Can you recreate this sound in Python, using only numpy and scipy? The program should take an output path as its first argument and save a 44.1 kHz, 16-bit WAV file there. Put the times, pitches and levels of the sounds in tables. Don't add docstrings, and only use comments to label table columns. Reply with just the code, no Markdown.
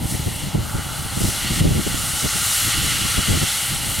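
import sys
import numpy as np
from scipy import signal
from scipy.io import wavfile
from scipy.ndimage import uniform_filter1d

SR = 44100
rng = np.random.default_rng(int(sys.argv[2]) if len(sys.argv) > 2 else 0)


def wrap_up_sound(samples):
    columns = np.atleast_2d(samples).T
    tamed = np.clip(columns, -1, 1)
    steps = np.round(tamed * 32767).astype(np.int16)
    wavfile.write(sys.argv[1], SR, steps)


N = 176400

# frequency_hz, relative_density_db
DRONE_SPECTRUM = [(30, -5.5), (90, -8), (200, -15), (400, -22.5), (650, -9), (1000, -14), (2000, -33)]
# centre_hz, bandwidth_hz, relative_level_db
WIDENING_BANDS = [(1390, 270, -29.5), (2450, 180, -35), (3130, 180, -38), (3720, 180, -39),
                  (4420, 240, -28.5)]

# time_s, relative_level_db
BREEZE_ENVELOPE = [(0, -29), (.35, -30), (.65, -30.5), (.92, -34.5), (1.25, -29.5), (1.38, -33),
                   (1.72, -28), (2.0, -30), (2.2, -37), (2.33, -30), (2.55, -37.5), (2.85, -30),
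                   (3.15, -31.5), (3.4, -28), (3.53, -38), (3.65, -39), (3.75, -31.5), (4, -32.5)]
# centre_s, half_power_width_s, relative_rumble_db, relative_flapping_db
WIND_PUFFS = [(0.056, 0.0073, -16.5, -25), (0.149, 0.014, -21, -24), (0.202, 0.0075, -17, -31),
              (0.276, 0.016, -17, -20.5), (0.554, 0.0096, -12, -15.5), (0.587, 0.039, -17.5, -26.5),
              (0.754, .014, -16.5, -25.5), (0.791, 0.013, -22, -26.5), (1.175, 0.011, -23, -20),
              (1.215, 0.011, -20.5, -17), (1.247, 0.016, -13.5, -20.5), (1.285, 0.018, -20, -26),
              (1.516, .022, -20, -26), (1.574, .018, -22, -30), (1.618, 0.016, -5, -14),
              (1.657, 0.023, -8, -9.5), (1.681, 0.016, -9, -19), (1.716, 0.02, -11, -15.5),
              (1.755, 0.03, -17.5, -21), (1.781, 0.035, -16.5, -17), (1.873, 0.0095, -27.5, -15),
              (1.946, 0.004, -13.5, -25), (2.141, 0.0086, -26, -29), (2.252, 0.026, -22, -19.5),
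              (2.36, 0.014, -25, -27), (2.675, 0.022, -23.5, -29.5), (2.789, .018, -20, -38),
              (2.848, 0.037, -25, -29.5), (3.054, 0.018, -24, -26.5), (3.188, 0.016, -16.5, -18.5),
              (3.304, 0.02, -12.5, -24), (3.332, 0.057, -20, -20.5), (3.373, 0.01, -19, -32),
              (3.431, 0.019, -19, -19), (3.723, 0.039, -26.5, -43), (3.995, .022, -22, -39)]
# frequency_hz, relative_density_db
RUMBLE_SPECTRUM = [(20, -4), (35, -5.5), (70, 2.5), (120, 3), (190, -7), (300, -14), (600, -54.5)]
# frequency_hz, relative_density_db
FLAPPING_SPECTRUM = [(100, -4.5), (200, 3.5), (320, -1), (480, -7), (750, -15), (1300, -30), (2500, -40)]

# frequency_hz, relative_density_db
HISS_SPECTRUM = [(3500, -1), (4600, -2.5), (5400, 1), (7200, 1.5), (8500, -1.5), (11000, -12.5),
                 (16000, -17)]
# time_s, level_db
HISS_ENVELOPE = [(0, -45), (.11, -32.5), (.25, -37.5), (.6, -39.5), (.8, -37.5), (1.1, -36.5),
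                 (1.28, -28.5), (1.45, -31.5), (1.6, -28), (1.85, -31), (2.15, -28), (2.28, -27),
                 (2.52, -24.5), (2.95, -28), (3.38, -27.5), (3.5, -26.5), (3.82, -32.5), (4, -30.5)]
# frequency_hz, relative_density_db
SIZZLE_SPECTRUM = [(6800, -9.5), (7800, -0.5), (8600, 4), (10000, 3), (11200, 2.5), (12300, -3.5),
                   (13500, -8), (16000, -13)]
# time_s, level_db
SIZZLE_ENVELOPE = [(0, -40), (.12, -28), (.23, -38), (.33, -33), (.52, -41.5), (.71, -36), (.91, -37),
                   (.99, -33), (1.1, -34.5), (1.28, -28.5), (1.46, -31), (1.6, -28.5), (1.99, -29.5),
                   (2.07, -26), (2.28, -28.5), (2.42, -24.5), (2.57, -23), (2.76, -27), (2.88, -27),
                   (2.96, -28), (3.25, -26.5), (3.36, -29), (3.49, -26.5), (3.68, -26.5), (3.8, -30.5),
                   (3.91, -26.5), (4, -29.5)]
# time_s, level_db
AIR_ENVELOPE = [(0, -48), (.12, -43), (.53, -49), (.71, -45), (1.05, -50), (1.3, -42), (1.48, -46),
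                (1.58, -43), (2.28, -47), (2.48, -35), (2.62, -37), (2.9, -52), (3.6, -47), (3.82, -46),
                (4, -41)]
# frequency_hz, side_to_mid_db
HISS_WIDTH = [(4000, -48), (5500, -28), (7600, -9), (10000, -22.5), (15000, -46.5)]

# centre_hz, bandwidth_hz, relative_level_db
LOWER_MODES = [(1378, 203, -3.5), (1175, 166, -10), (1580, 95, -13.5)]
# time_s, gain_db
LOWER_ENVELOPE = [(0, -45.5), (.35, -45.5), (.7, -35.5), (1.5, -35.5), (2.05, -34), (2.75, -30.5),
                  (3.3, -32), (4, -37)]
# centre_hz, bandwidth_hz, relative_level_db
UPPER_MODES = [(2023, 390, -11.5), (2903, 444, -9.5), (3335, 380, -12), (4053, 330, -13), (4500, 270, -18),
               (3340, 3160, -9.5)]
# time_s, gain_db
UPPER_ENVELOPE = [(0, -35), (.12, -32.5), (.45, -32), (.68, -35.5), (.82, -32.5), (1.15, -30.5),
                  (1.45, -24.5), (1.6, -24), (2.0, -28.5), (2.25, -26), (2.38, -24.5), (2.7, -21.5),
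                  (3.0, -22), (3.55, -23), (3.8, -26.5), (4, -25.5)]
# pitch_hz, bandwidth_hz, relative_level_db
FAN_WHINES = [(2850, 25, -17.5), (4066, 33, -26), (4405, 37, -20)]

ANTIPHASE = np.array([[1], [-1]])


def from_db(db):
    return 10 ** (np.asarray(db) / 20)


def unit_rms(x):
    return x / np.sqrt(np.mean(x ** 2) + 1e-20)


def envelope(rows):
    return from_db(np.interp(np.arange(N) / SR, *np.transpose(rows)))


def at_hz(curve, hz):
    frequencies, values = np.transpose(curve)
    return np.interp(np.log(hz), np.log(frequencies), values)


def drift(rate_hz):
    step, settling = 40, 2000
    pole = np.exp(-2 * np.pi * rate_hz * step / SR)
    noise = rng.standard_normal(N // step + settling + 2)
    slow = signal.lfilter([1], [1, -2 * pole, pole * pole], noise)[settling:]
    return np.interp(np.arange(N) / step, np.arange(len(slow)), unit_rms(slow))


def band_noise(low_hz, high_hz, side_db):
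    band_pass = signal.butter(2, [low_hz, high_hz], "band", fs=SR, output="sos")
    mid, side = signal.sosfilt(band_pass, rng.standard_normal((2, N + SR // 10)))[:, -N:]
    return unit_rms(mid + from_db(side_db) * side * ANTIPHASE)


def bands(spectrum, count):
    edges = np.geomspace(spectrum[0][0], spectrum[-1][0], count + 1)
    centres = np.sqrt(edges[:-1] * edges[1:])
    gains = from_db(at_hz(spectrum, centres)) * np.sqrt(np.diff(edges))
    return zip(edges[:-1], edges[1:], centres, gains)


def coloured_noise(spectrum, side_db):
    parts = (gain * band_noise(low, high, side_db) for low, high, _, gain in bands(spectrum, count=12))
    return unit_rms(sum(parts))


def short_term_power(x, window_s):
    return uniform_filter1d(np.mean(x ** 2, axis=0), int(window_s * SR)) + 1e-9


def steadied(noise):
    return noise / np.sqrt(short_term_power(noise, window_s=.022))


def resonance(hz, bandwidth_hz, level_db):
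    flutter_db = .9 * drift(rate_hz=11.6)
    noise = band_noise(hz - bandwidth_hz / 2, hz + bandwidth_hz / 2, side_db=-25)
    return from_db(level_db + flutter_db) * noise


def resonances(rows):
    return sum(resonance(*row) for row in rows)


def widening_noise():
    return envelope(UPPER_ENVELOPE) * resonances(WIDENING_BANDS) * ANTIPHASE


def engine():
    return from_db(-39.5) * coloured_noise(DRONE_SPECTRUM, side_db=-8.5)


def wind():
    t = np.arange(N) / SR
    eddy_db = 3 * drift(rate_hz=29)
    rumble_power = (envelope(BREEZE_ENVELOPE) * from_db(eddy_db)) ** 2
    flapping_power = rumble_power * from_db(-7) ** 2
    for centre_s, width_s, rumble_db, flapping_db in WIND_PUFFS:
        bell = .5 ** np.minimum((2 * (t - centre_s) / width_s) ** 2, 100)
        rumble_power += from_db(rumble_db) ** 2 * bell
        flapping_power += from_db(flapping_db) ** 2 * bell
    rumble = np.sqrt(rumble_power) * steadied(coloured_noise(RUMBLE_SPECTRUM, side_db=-7.5))
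    flapping = np.sqrt(flapping_power) * steadied(coloured_noise(FLAPPING_SPECTRUM, side_db=4))
    return from_db(-.5) * rumble + from_db(-2) * flapping


def jet(spectrum):
    lean_hz, lean_width_hz = 7360, 1030
    hiss = 0
    for low, high, hz, gain in bands(spectrum, count=14):
        lean_db = 4 * np.exp(-((hz - lean_hz) / lean_width_hz) ** 2)
        shimmer_db = drift(rate_hz=15)
        noise = band_noise(low, high, side_db=at_hz(HISS_WIDTH, hz))
        hiss += gain * from_db(ANTIPHASE * lean_db / 2 + shimmer_db) * noise
    return unit_rms(hiss)


def nozzles():
    mist = jet(SIZZLE_SPECTRUM)
    whistle = resonance(hz=8400, bandwidth_hz=110, level_db=-16.5)
    sizzle = envelope(SIZZLE_ENVELOPE) * (mist + whistle)
    air = envelope(AIR_ENVELOPE) * band_noise(low_hz=10800, high_hz=14800, side_db=-38)
    hiss = envelope(HISS_ENVELOPE) * jet(HISS_SPECTRUM)
    surge_db = .47 * drift(rate_hz=9.6)
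    return from_db(surge_db) * (hiss + sizzle + air)


def fan():
    howl = resonance(hz=828, bandwidth_hz=108, level_db=-44.5)
    whines = resonances(FAN_WHINES) + resonance(hz=2961, bandwidth_hz=16, level_db=-17.5)
    upper_roar = envelope(UPPER_ENVELOPE) * (resonances(UPPER_MODES) + whines)
    lower_roar = envelope(LOWER_ENVELOPE) * resonances(LOWER_MODES)
    return howl + lower_roar + upper_roar


def scene():
    return fan() + widening_noise() + nozzles() + engine() + wind()


def record(dry):
    threshold_db, duck_db_per_db, release_db_per_s = -14, .65, 23.5
    window_s, cutoff_hz = .008, 15800
    level_db = 10 * np.log10(short_term_power(dry, window_s))
    demand_db = duck_db_per_db * np.maximum(level_db - threshold_db, 0)
    recovery_db = release_db_per_s * np.arange(N) / SR
    duck_db = np.maximum.accumulate(demand_db + recovery_db) - recovery_db
    gain = from_db(-uniform_filter1d(duck_db, int(window_s * SR)))
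    low_pass = signal.ellip(12, .1, 80, cutoff_hz, fs=SR, output="sos")
    return signal.sosfilt(low_pass, dry * gain)


dry = scene()
out = record(dry)
wrap_up_sound(out)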